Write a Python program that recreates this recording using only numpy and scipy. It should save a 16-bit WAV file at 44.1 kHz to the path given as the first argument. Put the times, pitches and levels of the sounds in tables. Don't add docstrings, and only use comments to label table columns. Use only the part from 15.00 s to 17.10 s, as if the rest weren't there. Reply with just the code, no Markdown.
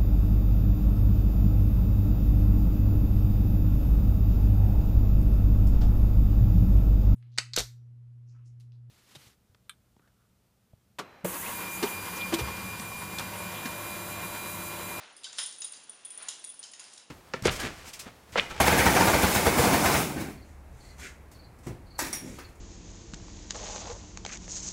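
import sys
import numpy as np
from scipy import signal
from scipy.fft import rfft, irfft
from scipy.io import wavfile
from scipy.ndimage import uniform_filter1d

SR = 44100
rng = np.random.default_rng(int(sys.argv[2]) if len(sys.argv) > 2 else 0)


def wav_record(signal):
    frames = np.transpose(np.atleast_2d(signal))
    bounded = np.clip(frames, -1, 1)
    quanta = np.round(bounded * 32767).astype(np.int16)
    wavfile.write(sys.argv[1], SR, quanta)


N = 92610


def gain_of(db):
    return 10 ** (np.asarray(db) / 20)


def unit_rms(x):
    return x / np.sqrt(np.mean(x ** 2) + 1e-20)


def curve_at(points, hz):
    point_hz, value = np.transpose(points)
    return np.interp(np.log(hz + 1), np.log(point_hz + 1), value)


def fader_db(points):
    return np.interp(np.arange(N) / SR, *np.transpose(points))


def add(mix, start_s, sound):
    part = mix[round(start_s * SR):][:len(sound)]
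    part += sound[:len(part)]


def equalised(sound, curve):
    hz = np.fft.rfftfreq(len(sound), 1 / SR)
    return irfft(rfft(sound) * gain_of(curve_at(curve, hz)), len(sound))


def coloured_noise(colour):
    return unit_rms(equalised(rng.standard_normal(N), colour))


def ring(hz, t60_s):
    t = np.arange(0, .25, 1 / SR)
    attack = np.minimum(t / 0.0011, 1)
    return attack * gain_of(-60 * t / max(t60_s, .004)) * np.sin(2 * np.pi * hz * t)


def damped(sound, free_s, share):
    t = np.arange(len(sound)) / SR
    return sound * (share + (1 - share) / (1 + (t / free_s) ** 6))


# freq_hz, relative_db
HISS_COLOUR = [(15, -46), (25, -16), (238, 1), (680, 1), (2440, -5.5), (2640, 2), (4410, -9.5),
               (6980, -4), (7940, -20.5), (9500, -8), (10300, -6), (11400, -22), (14800, -48),
               (22000, -120)]


def hiss(level_db=-58.5):
    return gain_of(level_db) * coloured_noise(HISS_COLOUR)


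# freq_hz, t60_s
ROOM_DECAY = [(300, 0.38), (1500, 0.31), (4000, 0.48), (7000, 0.36), (10000, 0.36)]


def room(send, predelay_s=.008, turn_s=.09):
    out, turn = np.zeros(N), np.arange(N) / SR / turn_s
    for k in range(3):
        reflections = np.zeros(SR // 2)
        slots = np.arange(round(predelay_s * SR), SR // 2 - 12, 12)
        reflections[slots + rng.integers(0, 12, len(slots))] = rng.choice([-1., 1.], len(slots))
        hz, t, bands = signal.stft(reflections, SR, nperseg=128)
        decay = gain_of(-60 * t / curve_at(ROOM_DECAY, hz)[:, None])
        tail = signal.istft(bands * decay, SR, nperseg=128)[1]
        crossfade = np.sqrt(2 / 3) * np.cos(np.pi * (turn + k / 3))
        out += signal.fftconvolve(send * crossfade, tail / np.linalg.norm(tail))[:N]
    return out


# time_s, level_db
RUSTLE_SWELLS = [(0.0, -46.5), (0.05, -48), (0.2, -60.5), (0.28, -55.5), (0.37, -54.5), (0.39, -43.5),
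                 (0.46, -55), (0.6, -61), (0.62, -56), (0.87, -60.5), (1.13, -59.5), (1.22, -46),
                 (1.3, -50), (1.36, -57.5), (1.58, -70), (1.65, -55), (1.77, -71), (1.81, -52.5),
                 (2.04, -65), (2.1, -83)]
# freq_hz, relative_db
RUSTLE_COLOUR = [(88, -69), (150, -19.5), (741, -2), (1120, -2.5), (1540, -0.5), (2620, -4), (3720, -4.5),
                 (8000, -17), (10400, -17), (17600, -120)]


def rustle(grain_db=1):
    grain = unit_rms(uniform_filter1d(rng.standard_normal(N), size=300))
    return coloured_noise(RUSTLE_COLOUR) * gain_of(fader_db(RUSTLE_SWELLS) + grain_db * grain)


# start_s, level_db, pitch_hz, free_ring_s
CUFF_PINGS = [(.2424, -34, 3097, 0.021), (.2665, -43, 1531, 0.024), (.386, -45.5, 1070, 0.0084),
              (.619, -37, 6900, 0.014), (.620, -39, 3780, 0.02), (.621, -38, 5090, 0.011),
              (.643, -38, 3790, 0.016), (1.2851, -23.5, 6910, 0.0061), (1.2851, -29, 7000, 0.0048),
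              (1.2855, -30, 10580, 0.019), (1.500, -45.5, 3420, 0.01), (1.632, -51, 4700, 0.03),
              (1.638, -41, 3066, 0.012), (1.797, -38.5, 6790, 0.0081)]


def cuff_pings():
    out = np.zeros(N)
    for start_s, level_db, pitch_hz, free_s in CUFF_PINGS:
        ping = damped(ring(pitch_hz, t60_s=0.12), free_s, share=.08)
        add(out, start_s, gain_of(level_db) * ping)
    return out


# pitch_hz, level_db, t60_s
CUFF_MODES = [(1038, 5.5, 0.016), (1578, -4.5, 0.0086), (1880, -5.5, 0.021), (2762, -2, 0.019),
              (3181, 1.5, 0.0099), (3410, 2, 0.012), (3786, 8.5, 0.0078), (4750, 4, 0.012),
              (5120, 6.5, 0.014), (6250, 7, 0.0082), (6852, 9, 0.01), (7260, 6, 0.017), (8970, 5, 0.0092),
              (10580, 0, 0.011)]
KNOCK_BANDS_HZ = [1300, 3400, 5200, 7000, 10000]
# start_s, level_db, band1_db to band5_db (at the EQ points), rattle_t60_s
CUFF_KNOCKS = [(0.1657, -49, -13, -9.5, -8.5, -15, 8.5, 0.16),
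               (0.2344, -36.5, -32, -10, -16, -13.5, -11.5, 0.06),
               (0.2427, -29, -26, -12.5, -8, -18.5, -11, 0.12),
               (0.3286, -34, -17, -14, -17, -12, -13, 0.042),
               (0.3842, -23, -14.5, -6.5, -11.5, -18.5, -8, 0.038),
               (0.389, -22.5, -13.5, -12, -15, -16, -7, 0.15),
               (0.5245, -37.5, -47, -32, -12.5, -13.5, -5, 0.035),
               (0.619, -31.5, -23.5, -9.5, -9.5, -7.5, -10, 0.062),
               (0.6452, -34.5, -15, -38, -16, -17, -2.5, 0.014),
               (0.734, -32, -23, -14.5, -17, -16, -17, 0.11),
               (0.7675, -43.5, -24, -22, -11, -10, -6, 0.094),
               (1.0515, -43.5, -35, -3.5, -14, -11.5, 5, 0.046),
               (1.1048, -40, -17, -16, -14, -15.5, 4, 0.052),
               (1.285, -24.5, -21, -14, -17.5, -9, -12, 0.014),
               (1.2885, -27, -30, -10.5, -10.5, -13.5, -7, 0.064),
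               (1.441, -34, -20, -11.5, -17.5, -15, -7, 0.048),
               (1.5415, -42.5, -14, -29, -12, -36, -5, 0.0098),
               (1.629, -30.5, -26.5, -20, -11.5, -15.5, -19, 0.051),
               (1.6376, -35, -23, -18, -6.5, -9.5, -12, 0.059), (1.735, -39, -13, -8.5, -7, -8, -10, 0.056),
               (1.7951, -37.5, -14.5, -11.5, -10.5, -8, -7, 0.076),
               (1.8412, -43, -26, -26, -3, -20, -2.5, 0.024),
               (1.933, -37.5, -45, -32, -22, -19.5, -8.5, 0.021),
               (1.937, -41, -41, -23, -14, -11, -9.5, 0.03),
               (1.977, -32.5, -22.5, -19, -11, -16.5, -13, 0.024),
               (1.9984, -45, -14, -18, -7, -16, -25, 0.017)]


def cuff_knocks(clash_db=12, clash_t60_s=0.034, bounces_per_s=900, rattle_db=-2.5):
    out, t = np.zeros(N), np.arange(0, .1, 1 / SR)
    for start_s, level_db, *bands_db, rattle_t60_s in CUFF_KNOCKS:
        tone = [(550, -39)] + list(zip(KNOCK_BANDS_HZ, bands_db))
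        clash = rng.standard_normal(len(t)) * gain_of(clash_db - 60 * t / clash_t60_s)
        knock = equalised(clash, tone)
        rattle_fade = gain_of(rattle_db - 60 * t / rattle_t60_s)
        for hz, mode_db, t60_s in CUFF_MODES:
            bounces = (rng.random(len(t)) < bounces_per_s / SR) * rng.choice([-1, 1], len(t))
            strikes = (t == 0) + bounces * rattle_fade
            detune = 1 + 0.028 * np.cos(np.pi * rng.random())
            mode = damped(ring(hz * detune, t60_s)[:len(t)], free_s=0.006, share=0.08)
            add(knock, 0, gain_of(curve_at(tone, hz) + mode_db) * signal.fftconvolve(strikes, mode))
        add(out, start_s, gain_of(level_db) * knock)
    return out


# time_s, level_db
SLIDE_SWELLS = [(0.0, -74), (0.24, -85), (0.381, -43), (0.53, -48.5), (0.6, -56), (0.88, -60),
                (1.03, -62.5), (1.2, -62), (1.3, -53), (1.45, -56.5), (1.81, -62), (1.86, -52), (1.99, -57),
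                (2.1, -90)]


def chain_slide(touches_per_s=1500, spread_db=3.5, ring_db=-24):
    touches = rng.random(N) < touches_per_s / SR
    strength = gain_of(spread_db * np.minimum(rng.exponential(1, N), 3))
    polarity = rng.choice([-1, 1], N)
    touch = gain_of(ring_db) * ring(hz=9580, t60_s=0.012)
    click = signal.lfilter(*signal.butter(2, [3000, 11000], "band", fs=SR), np.arange(200) == 0)
    add(touch, 0, click)
    fizz = unit_rms(signal.oaconvolve(touches * strength * polarity, touch)[:N])
    return fizz * gain_of(fader_db(SLIDE_SWELLS))


def contact_tick(low_cut_hz=6900):
    burst = rng.standard_normal(500) * np.exp(-np.arange(500) / SR / 0.0065)
    return signal.lfilter(*signal.butter(4, low_cut_hz, "high", fs=SR), burst)


# pitch_ratio, level_db
LINK_MODES = [(1, -0.5), (1.013, -11), (.978, -14.5), (.355, -20.5)]


def link_chime(pitch_hz, tick_db, t60_s):
    detunes = 1 + .004 * rng.standard_normal(len(LINK_MODES))
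    detunes[0] = 1
    modes = sum(gain_of(db) * ring(pitch_hz * ratio * detune, t60_s)
                for (ratio, db), detune in zip(LINK_MODES, detunes))
    chime = damped(modes, free_s=0.015, share=0.12)
    add(chime, 0, gain_of(tick_db) * contact_tick())
    return chime


# start_s, level_db, pitch_hz, tick_db (relative to the ring), t60_s
LINK_STRIKES = [(0.1272, -49, 9630, -10, 0.066), (0.1663, -47, 9180, -16, 0.068),
                (0.384, -30.5, 9640, -14, 0.075), (0.396, -30, 9580, -16, 0.13),
                (0.4109, -27, 9650, -21, 0.12), (0.4294, -27, 9490, -10, 0.19),
                (0.4601, -24, 9520, -5, 0.055), (0.4645, -27, 9640, -12, 0.05),
                (0.584, -33, 9550, -21, 0.058), (0.604, -31, 9620, -17, 0.25), (0.6449, -23, 9490, -9, 0.1),
                (0.6594, -40, 9500, -25, 0.067), (0.7218, -28, 9540, -8, 0.043),
                (0.8353, -40.5, 9760, -2, 0.05), (0.8949, -29, 9520, -8, 0.078),
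                (0.9395, -43, 9650, -8, 0.051), (1.0489, -29.5, 9620, -14, 0.064),
                (1.0544, -31, 9610, -23, 0.06), (1.1045, -31.5, 9360, -13, 0.07),
                (1.1129, -34.5, 9520, -33, 0.078), (1.1455, -38, 9520, -12, 0.11),
                (1.1756, -24.5, 9670, -8.5, 0.035), (1.224, -32, 9560, -3, 0.045),
                (1.228, -33, 9700, -5, 0.051), (1.393, -39.5, 9570, -17, 0.073),
                (1.442, -29, 9590, -20, 0.046), (1.447, -29, 9540, -2.5, 0.043),
                (1.4716, -34.5, 9560, -20, 0.11), (1.491, -32, 9460, -17, 0.054),
                (1.5, -31, 9740, -7, 0.085), (1.5923, -29, 9550, -10, 0.074),
                (1.7152, -38.5, 9680, -3, 0.06), (1.8, -39.5, 9930, 5, 0.058)]


def chain_strikes():
    out = np.zeros(N)
    for start_s, level_db, pitch_hz, tick_db, t60_s in LINK_STRIKES:
        add(out, start_s, gain_of(level_db) * link_chime(pitch_hz, tick_db, t60_s))
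    return out


def scene():
    low_cut = signal.butter(4, 400, "high", fs=SR, output="sos")
    steel = [chain_strikes() + chain_slide(), cuff_knocks(), cuff_pings()]
    chain, knocks, pings = signal.sosfilt(low_cut, steel)
    send = gain_of(-3.5) * chain + knocks + gain_of(-9) * pings
    reverb = gain_of(-2) * room(send)
    return (chain + knocks + pings + reverb + rustle() + hiss())[None]


# freq_hz, gain_db
MIC_RESPONSE = [(25, -5), (7300, -3.5), (8000, -8.5), (8800, -3), (10300, -6.5), (11500, -25)]


def record(dry, high_cut_hz=11600):
    hz = np.linspace(0, SR / 2, 513)
    mic = signal.firwin2(255, hz, gain_of(curve_at(MIC_RESPONSE, hz)), fs=SR)
    high_cut = signal.firwin(511, high_cut_hz, window=("kaiser", 9), fs=SR)
    return signal.oaconvolve(dry, np.convolve(mic, high_cut)[None], "same")


dry = scene()
out = record(dry)
wav_record(out)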